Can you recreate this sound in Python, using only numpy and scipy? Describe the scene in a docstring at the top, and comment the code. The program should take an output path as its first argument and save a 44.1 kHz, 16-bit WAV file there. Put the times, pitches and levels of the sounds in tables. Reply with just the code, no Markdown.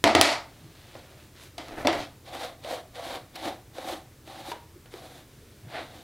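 """Brushing long hair in a bathroom

A small, hard-walled room, the microphone close by. Hard things knock on the counter as one is put
down, hair and sleeves rustle, and the paddle brush knocks and slides as it is picked up. In eight quick
strokes the bristles pluck through the strands and drum on the hollow paddle. Ventilation rumbles
faintly underneath, and the camera's limiter ducks the loud knocks."""
import sys
import numpy as np
from scipy import signal
from scipy.fft import rfft, irfft, next_fast_len
from scipy.io import wavfile
from scipy.ndimage import map_coordinates

SR = 44100
rng = np.random.default_rng(int(sys.argv[2]) if len(sys.argv) > 2 else 0)


def persist_wave(psi):
    """Save psi, clipped to +-1, as 16-bit WAV."""
    counts = np.round(np.clip(psi, -1, 1) * 32767).astype(np.int16)
    wavfile.write(sys.argv[1], SR, np.atleast_2d(counts).T)


N = 265910

# Hard things on the counter: t/s, level/dB, tilt/(dB/octave), contact/s, bass/dB, clack/dB, echo/dB
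KNOCKS = [ (0.0405, -0.5, 0, 0.0027, 6, 0, 3.5), (0.076, -6, -4.5, 0.0024, -28, 3, -6),
          (0.150, 0, -0.5, 0.0059, 4, 2.5, 1), (0.2126, 4, 3, 0.0021, 3, -0.5, 6),
          (1.5804, -27, 1.1, 0.0063, 2, 3.5, 2.5), (1.849, -11, -5.5, 0.018, -5, -5, -1.5),
          (1.871, -6.5, -0.95, .003, 1, 4.5, -0.5), (1.928, -22, -0.5, 0.005, 1.5, 0, 6)]
# Rubs and rustles of hands in the hair, sleeves, and the brush sliding on the counter as it is picked up:
# t/s, length/s, then relative levels: rub/dB, slide/dB, fizz/dB
HANDLING_RUBS = [ (0.5, 0.76, -58, -61.5, -71.5), (0.77, 0.18, -71.5, -65, -84),
                 (0.954, 0.024, -45.5, -58.5, -80), (1.044, 0.1, -58.5, -80.5, -89.5),
                 (1.208, 0.015, -82, -65, -72), (1.37, 0.092, -66, -54, -72),
                 (1.42, 0.025, -61, -70.5, -57), (1.6, 0.12, -46, -54, -65), (1.73, 0.0075, -38, -65, -76),
                 (1.786, 0.036, -31, -51, -55.5), (1.93, 0.061, -30.5, -52.5, -56),
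                 (2.004, 0.024, -56, -41, -67), (5.29, 0.35, -63, -66.5, -72)]
# Dull bumps of the arms: t/s, level/dB, half-length/s, f/Hz
ARM_BUMPS = [ (0.655, -47, 0.05, 137), (0.67, -55.5, 0.048, 345), (4.764, -49, 0.013, 350),
             (5.429, -57, 0.03, 423), (5.663, -45, 0.032, 117)]
# Light taps of hand and brush: t/s, level/dB, tilt/(dB/octave), contact/s, f/Hz
TAPS = [ (0.952, -30, -2.5, 0.005, 514), (1.66, -42, 0, 0.0032, 1210), (1.683, -36, 3, 0.0031, 1280),
        (1.811, -41, 2, 0.002, 372), (2.646, -27, -0.5, 0.005, 585), (2.726, -27, -3, 0.0036, 527),
        (3.15, -31, 1.5, 0.0035, 318), (3.356, -28.5, 5, 0.011, 750), (3.452, -20, -1.5, 0.013, 723),
        (3.474, -20.5, -3, 0.014, 748), (3.783, -28.5, 0.5, 0.004, 537), (3.887, -32, 4, 0.003, 320),
        (3.917, -28.5, -1.5, 0.0071, 806), (4.275, -32.5, -2, 0.005, 744), (4.5171, -23, 0.5, 0.0053, 954),
        (4.858, -41.5, 0.5, 0.004, 1420), (4.939, -29, 0, 0.0027, 378)]
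# Brush strokes: t/s, glide/s, time in the tangled ends/s, pull gliding/dB, pull in the ends/dB,
# then against the pull: paddle/dB, cushion/dB, fizz/dB; last, pitch factor of the gripped head
STROKES = [ (2.266, 0.086, 0.11, -52, -43.5, 7.8, -10, -11.5, 1.045),
           (2.64, 0.058, 0.052, -47.5, -41.5, 7.1, -8, -10.5, 1.01),
           (2.955, 0.088, 0.11, -50.5, -44.5, 8, -8.5, -11, 1.026),
           (3.354, 0.099, 0.03, -49.5, -41, 5, -4, -10.5, 1.115),
           (3.752, 0.12, 0.063, -51.5, -44.5, 7.1, -0.5, -7, 1.09),
           (4.274, 0.19, 0.056, -51.5, -48.5, 4.1, -6, -8, 1.133),
           (4.923, 0.16, 0.1, -55.5, -55.5, 4.8, -4, -6, 1),
           (5.70, 0.25, 0.07, -58.5, -56, 4.7, -6, -8, 1.02)]
# Bristles scraping the scalp once: t/s, length/s, level/dB
SCALP_SCRAPE = (5.755, 0.045, -36.5)
# A faint hum in the house: f/Hz, level/dB
HUM = [(86, -66), (119.8, -64.5)]
# Reverberation of the bathroom: f/Hz, time to fall 60 dB/s
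WALL_DECAY = [(150, 0.23), (400, 0.3), (1000, 0.38), (2700, 0.29), (5000, 0.31), (8000, 0.27),
              (15000, 0.23)]

# Modes of the struck bodies: f/Hz, width/Hz, relative level/dB
COUNTER_MODES = [(285, 49, -3), (347, 35, -8), (576, 38, 0.5), (682, 44, 5), (905, 79, -3.5),
                 (1288, 66, -5.5), (2023, 110, -12.5), (2294, 38, -14)]
PADDLE_MODES = [(477, 47, 2), (691, 99, 3), (802, 77, 1.5), (906, 410, -7.5)]  # the hollow brush head
CUSHION_MODES = [(245, 94, -3), (332, 30, 8)]  # the bristle pad

# Spectra at the microphone: f/Hz, relative level/dB
ROOM_TONE = [(12, -60), (20, -14), (113, -5), (142, -7), (172, -13), (222, -14), (347, -14), (607, -22),
             (678, -29), (873, -27), (2320, -28.5), (2530, -30.5), (3160, -31.5), (3530, -30.5),
             (16000, -36.5)]
COUNTER_TONE = [(30, -38), (90, -4), (170, -25), (235, -3), (280, 2), (440, -6), (690, -1), (1100, -12),
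                (1600, -11), (2100, -6), (2700, -9), (4400, -7), (6500, -16.5), (11500, -24), (16000, -40)]
WALL_TONE = [(200, 0.5), (2000, 1.5), (4500, -4), (8000, -5.5), (16000, -12)]  # treble is lost on the way round the room
RUB_TONE = [(100, 2.5), (200, -5.5), (300, 11), (430, 2), (690, 8), (950, -3), (1250, -3), (1900, -4.5),
            (3000, -15.5), (6000, -35.5)]
SLIDE_TONE = [(1200, 5), (2500, 5.5), (4000, 7), (6000, -4), (9000, -11), (16000, -32.5)]  # the brighter rustle of sliding
FIZZ_TONE = [(3000, -13), (6000, 6), (7500, 2), (10000, 2.5), (12300, 1), (13200, -1), (16000, -6)]  # fine crackle, as of loose hair ends
TAP_TONE = [(80, -30), (200, -20), (320, 2.5), (500, 2.5), (800, -2.5), (1400, -7), (4000, -9.5),
            (7000, -25.5), (16000, -35.5)]
STRAND_TONE = [(500, -21), (1000, -2), (1400, -1), (2100, 0.5), (2700, -3.5), (3700, 3.5), (4400, -1.5),
               (5000, -7), (6500, -16.5), (9000, -15), (16000, -36)]  # hair plucked by bristles
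SCALP_TONE = [(200, -24), (400, -2.5), (720, 9), (1000, -2), (1800, -0.5), (2600, -8), (4000, -11),
              (8000, -53)]


def amp(db):
    """Decibels to gain."""
    return 10 ** (np.asarray(db) / 20)


def unit(x):
    """x at rms 1."""
    return x / np.sqrt(np.mean(x ** 2) + 1e-20)


def along(points, hz):
    """A curve of (f/Hz, value) points, read on a log frequency axis."""
    freqs, values = np.transpose(points)
    return np.interp(np.log(hz + 1), np.log(freqs + 1), values)


def filtered(x, response):
    """x through a complex frequency response."""
    size = x.shape[-1]
    padded = 2 * next_fast_len(size // 2 + 4096)
    hz = np.fft.rfftfreq(padded, 1 / SR)
    return irfft(rfft(x, padded) * response(hz), padded)[..., :size]


def coloured(x, spectrum):
    """x shaped by a spectrum, at rms 1."""
    return unit(filtered(x, lambda hz: amp(along(spectrum, hz))))


def minimum_phase(db):
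    """The causal response with these levels: nothing rings before the blow."""
    cepstrum = irfft(np.log(amp(db)))
    half = len(cepstrum) // 2
    cepstrum[1:half] *= 2
    cepstrum[half + 1:] = 0
    return np.exp(rfft(cepstrum))


def resonance(modes, hz):
    """The response of a body whose modes alternate in sign."""
    return sum((-1) ** k * amp(db) * 1j * hz * width / (centre ** 2 - hz ** 2 + 1j * hz * width)
               for k, (centre, width, db) in enumerate(modes))


def tilt_db(hz, tilt):
    """Harder contacts are brighter: a slope in dB per octave about 1 kHz."""
    return tilt * np.log2(np.maximum(hz, 250) / 1000)


def plucks(per_s, spread_db):
    """Tiny slips of uneven size at random moments, at rms 1."""
    hits = rng.random(N) < per_s / SR
    signs = rng.choice([-1, 1], N)
    sizes = amp(spread_db * np.clip(rng.standard_normal(N), -2, 2))
    return unit(hits * signs * sizes)


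def swell(start, length, rise_db_per_s, fall_db_per_s):
    """A gain that rises until start, holds for a length and dies away."""
    t = np.arange(N) / SR - start
    return amp(-rise_db_per_s * np.maximum(0, -t) - fall_db_per_s * np.maximum(0, t - length))


def wobble(knots_per_s):
    """A smooth random curve."""
    knots = rng.standard_normal(int(N * knots_per_s / SR) + 4)
    return map_coordinates(knots, [np.arange(N) * knots_per_s / SR])


def room_tone():
    """The quiet room: low ventilation rumble, a faint hum and microphone hiss."""
    t = np.arange(N) / SR
    hum = sum(amp(db) * np.sqrt(2) * np.sin(2 * np.pi * (hz * t + rng.random())) for hz, db in HUM)
    return hum + amp(-53) * coloured(rng.standard_normal(N), ROOM_TONE)


def wall_echo():
    """The dense answer of close walls to one impulse, each band dying at its own rate."""
    hz, t, bands = signal.stft(rng.standard_normal(SR * 3 // 4), SR, nperseg=256)
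    decay = amp(-60 * t / along(WALL_DECAY, hz)[:, None])
    tail = signal.istft(bands * decay, SR, nperseg=256)[1]
    tail = filtered(tail / np.linalg.norm(tail), lambda hz: amp(along(WALL_TONE, hz)))
    return np.pad(tail, (round(0.0028 * SR), 0))  # the first reflection travels about a metre further


def bathroom(direct, echo_db):
    """At the microphone: the direct sound plus the walls' answer."""
    return direct + amp(echo_db) * signal.fftconvolve(direct, wall_echo())[:len(direct)]


def add_blow(track, start, db, contact, tone_db, echo_db):
    """One blow: a brief chatter of contact and its echo, both coloured by the struck body."""
    def body(hz):
        return minimum_phase(tone_db(hz)) / np.sqrt(np.mean(amp(tone_db(hz)) ** 2))

    tail = wall_echo()
    t = np.arange(len(tail)) / SR
    chatter = rng.choice([-1, 1], len(t)) * np.exp(-(t / contact) ** 4)
    impact = chatter / np.linalg.norm(chatter) + amp(echo_db) * tail
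    blow = filtered(impact, body) * np.sqrt(SR / 1000)  # level counts over a millisecond
    track[round(start * SR):][:len(t)] += amp(db) * blow


def counter_knocks(bass_hz=400, shell_hz=3300, shell_half_width_hz=400):
    """Broad thuds with the counter's modes standing out; weight adds bass, a plastic shell a clack."""
    track = np.zeros(N + SR)
    for start, db, tilt, contact, bass_db, clack_db, echo_db in KNOCKS:
        def tone_db(hz):
            counter = amp(along(COUNTER_TONE, hz)) + np.abs(resonance(COUNTER_MODES, hz))
            weight_db = bass_db / (1 + (hz / bass_hz) ** 4)
            shell_db = clack_db / (1 + ((hz - shell_hz) / shell_half_width_hz) ** 2)
            return 20 * np.log10(counter) + tilt_db(hz, tilt) + weight_db + shell_db

        add_blow(track, start, db, contact, tone_db, echo_db)
    return track[:N]


def handling_rubs():
    """Friction in tiny slips: hands in the hair, sleeves, and the brush sliding on the counter."""
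    rub, slide, fizz = sum(
        amp(levels_db)[:, None] * swell(start, length, rise_db_per_s=422, fall_db_per_s=258)
        for start, length, *levels_db in HANDLING_RUBS)
    scuff = amp(-5.5) * coloured(plucks(per_s=1200, spread_db=4), RUB_TONE)
    rustle = coloured(plucks(per_s=3000, spread_db=4), SLIDE_TONE)
    crackle = coloured(plucks(per_s=3000, spread_db=4), FIZZ_TONE)
    return bathroom(rub * scuff + slide * rustle + fizz * crackle, echo_db=-12)


def arm_bumps(width_hz=70):
    """Moving arms make soft, low swells without an attack."""
    t = np.arange(N) / SR
    track = np.zeros(N)
    for peak, db, half_length, pitch_hz in ARM_BUMPS:
        mode = [(pitch_hz, width_hz, 0)]
        boom = unit(filtered(rng.standard_normal(N), lambda hz: resonance(mode, hz) ** 2))
        track += amp(db) * np.exp(-((t - peak) / half_length) ** 2) * boom
    return track


def brush_taps(ring_peak_db=13, ring_half_width_hz=65):
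    """The brush is handled, lands on the hair, snags and slips free; each spot has its own pitch."""
    track = np.zeros(N + SR)
    for start, db, tilt, contact, pitch_hz in TAPS:
        def tone_db(hz):
            ring_db = ring_peak_db / (1 + ((hz - pitch_hz) / ring_half_width_hz) ** 2)
            return along(TAP_TONE, hz) + tilt_db(hz, tilt) + ring_db

        add_blow(track, start, db, contact, tone_db, echo_db=-4)
    return track[:N]


def brush_strokes(tangle_s=0.031, paddle_lag_s=0.019, hiss_db=1.5):
    """Bristles bite, glide, drag through the tangled ends and come free, shaking paddle and cushion."""
    t = np.arange(N) / SR
    flicks = plucks(per_s=900, spread_db=3.5)
    catch_db = 1.4 * wobble(knots_per_s=45)  # bristles catch and let go, so the pull is uneven
    paddle, tug, hiss, fizz = np.zeros((4, N))
    for start, glide, snag, glide_db, ends_db, paddle_db, cushion_db, fizz_db, grip in STROKES:
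        length = glide + snag
        tangle = np.clip(1 + (t - start - glide) / tangle_s, 0, 1)  # gathers as the glide ends
        pull = amp(glide_db + (ends_db - glide_db) * tangle + catch_db)
        drag = pull * swell(start, length, rise_db_per_s=800, fall_db_per_s=245.5)
        # The paddle is slower to start and to stop.
        shake = pull * swell(start + paddle_lag_s, length - paddle_lag_s,
                             rise_db_per_s=480, fall_db_per_s=220)
        drumming = unit(filtered(flicks, lambda hz: resonance(PADDLE_MODES, hz / grip)))
        # Tangled ends drive the paddle less, but tug at the cushion and fizz more.
        paddle += shake * amp(paddle_db - 1.5 * tangle) * drumming
        tug += drag * amp(cushion_db + 4 * tangle)
        fizz += drag * amp(fizz_db + 2 * tangle)
        hiss += drag * amp(hiss_db)
    cushion = unit(filtered(plucks(per_s=440, spread_db=6.5), lambda hz: resonance(CUSHION_MODES, hz)))
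    strands = coloured(plucks(per_s=5500, spread_db=2.5), STRAND_TONE)
    ends = coloured(plucks(per_s=9000, spread_db=3), FIZZ_TONE)
    direct = paddle + tug * cushion + hiss * strands + fizz * ends + scalp_scrape(strands, cushion)
    return bathroom(direct, echo_db=-12.5)


def scalp_scrape(strands, cushion):
    """In the last stroke the bristles rasp over the scalp, with strands and cushion underneath."""
    start, length, db = SCALP_SCRAPE
    scrape = amp(db) * swell(start, length, rise_db_per_s=262, fall_db_per_s=230)
    rasp = coloured(plucks(per_s=1500, spread_db=0.5), SCALP_TONE)
    return scrape * (rasp + amp(-12.5) * strands + amp(-11) * cushion)


def scene():
    """One microphone position: both channels hear the same room, and a faint hiss differs between them."""
    mono = counter_knocks() + brush_taps() + arm_bumps() + brush_strokes() + handling_rubs()
    return mono + room_tone() + amp(-68.5) * rng.standard_normal((2, N))


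def limiter(x, threshold_db, release_db_per_s, attack_s):
    """The gain dives just after a peak and creeps back, holding a knock's echo level for a moment."""
    peak_db = 20 * np.log10(np.abs(x).max(axis=0) + 1e-9)
    over_db = np.maximum(0, peak_db - threshold_db)
    release_db = release_db_per_s * np.arange(N) / SR
    cut_db = np.maximum.accumulate(over_db + release_db) - release_db
    pole = np.exp(-1 / (attack_s * SR))
    return x * amp(-signal.lfilter([1 - pole], [1, -pole], cut_db))


def record(dry):
    """The camera limits, rounds off what overshoots and keeps nothing above its band limit."""
    band_limit_hz = 15900
    held = limiter(dry, threshold_db=-6.5, release_db_per_s=120, attack_s=0.0019)
    rounded = held / (1 + held ** 6) ** (1 / 6)
    return filtered(rounded, lambda hz: 1 / (1 + (hz / band_limit_hz) ** 160))


dry = scene()
out = record(dry)
persist_wave(out)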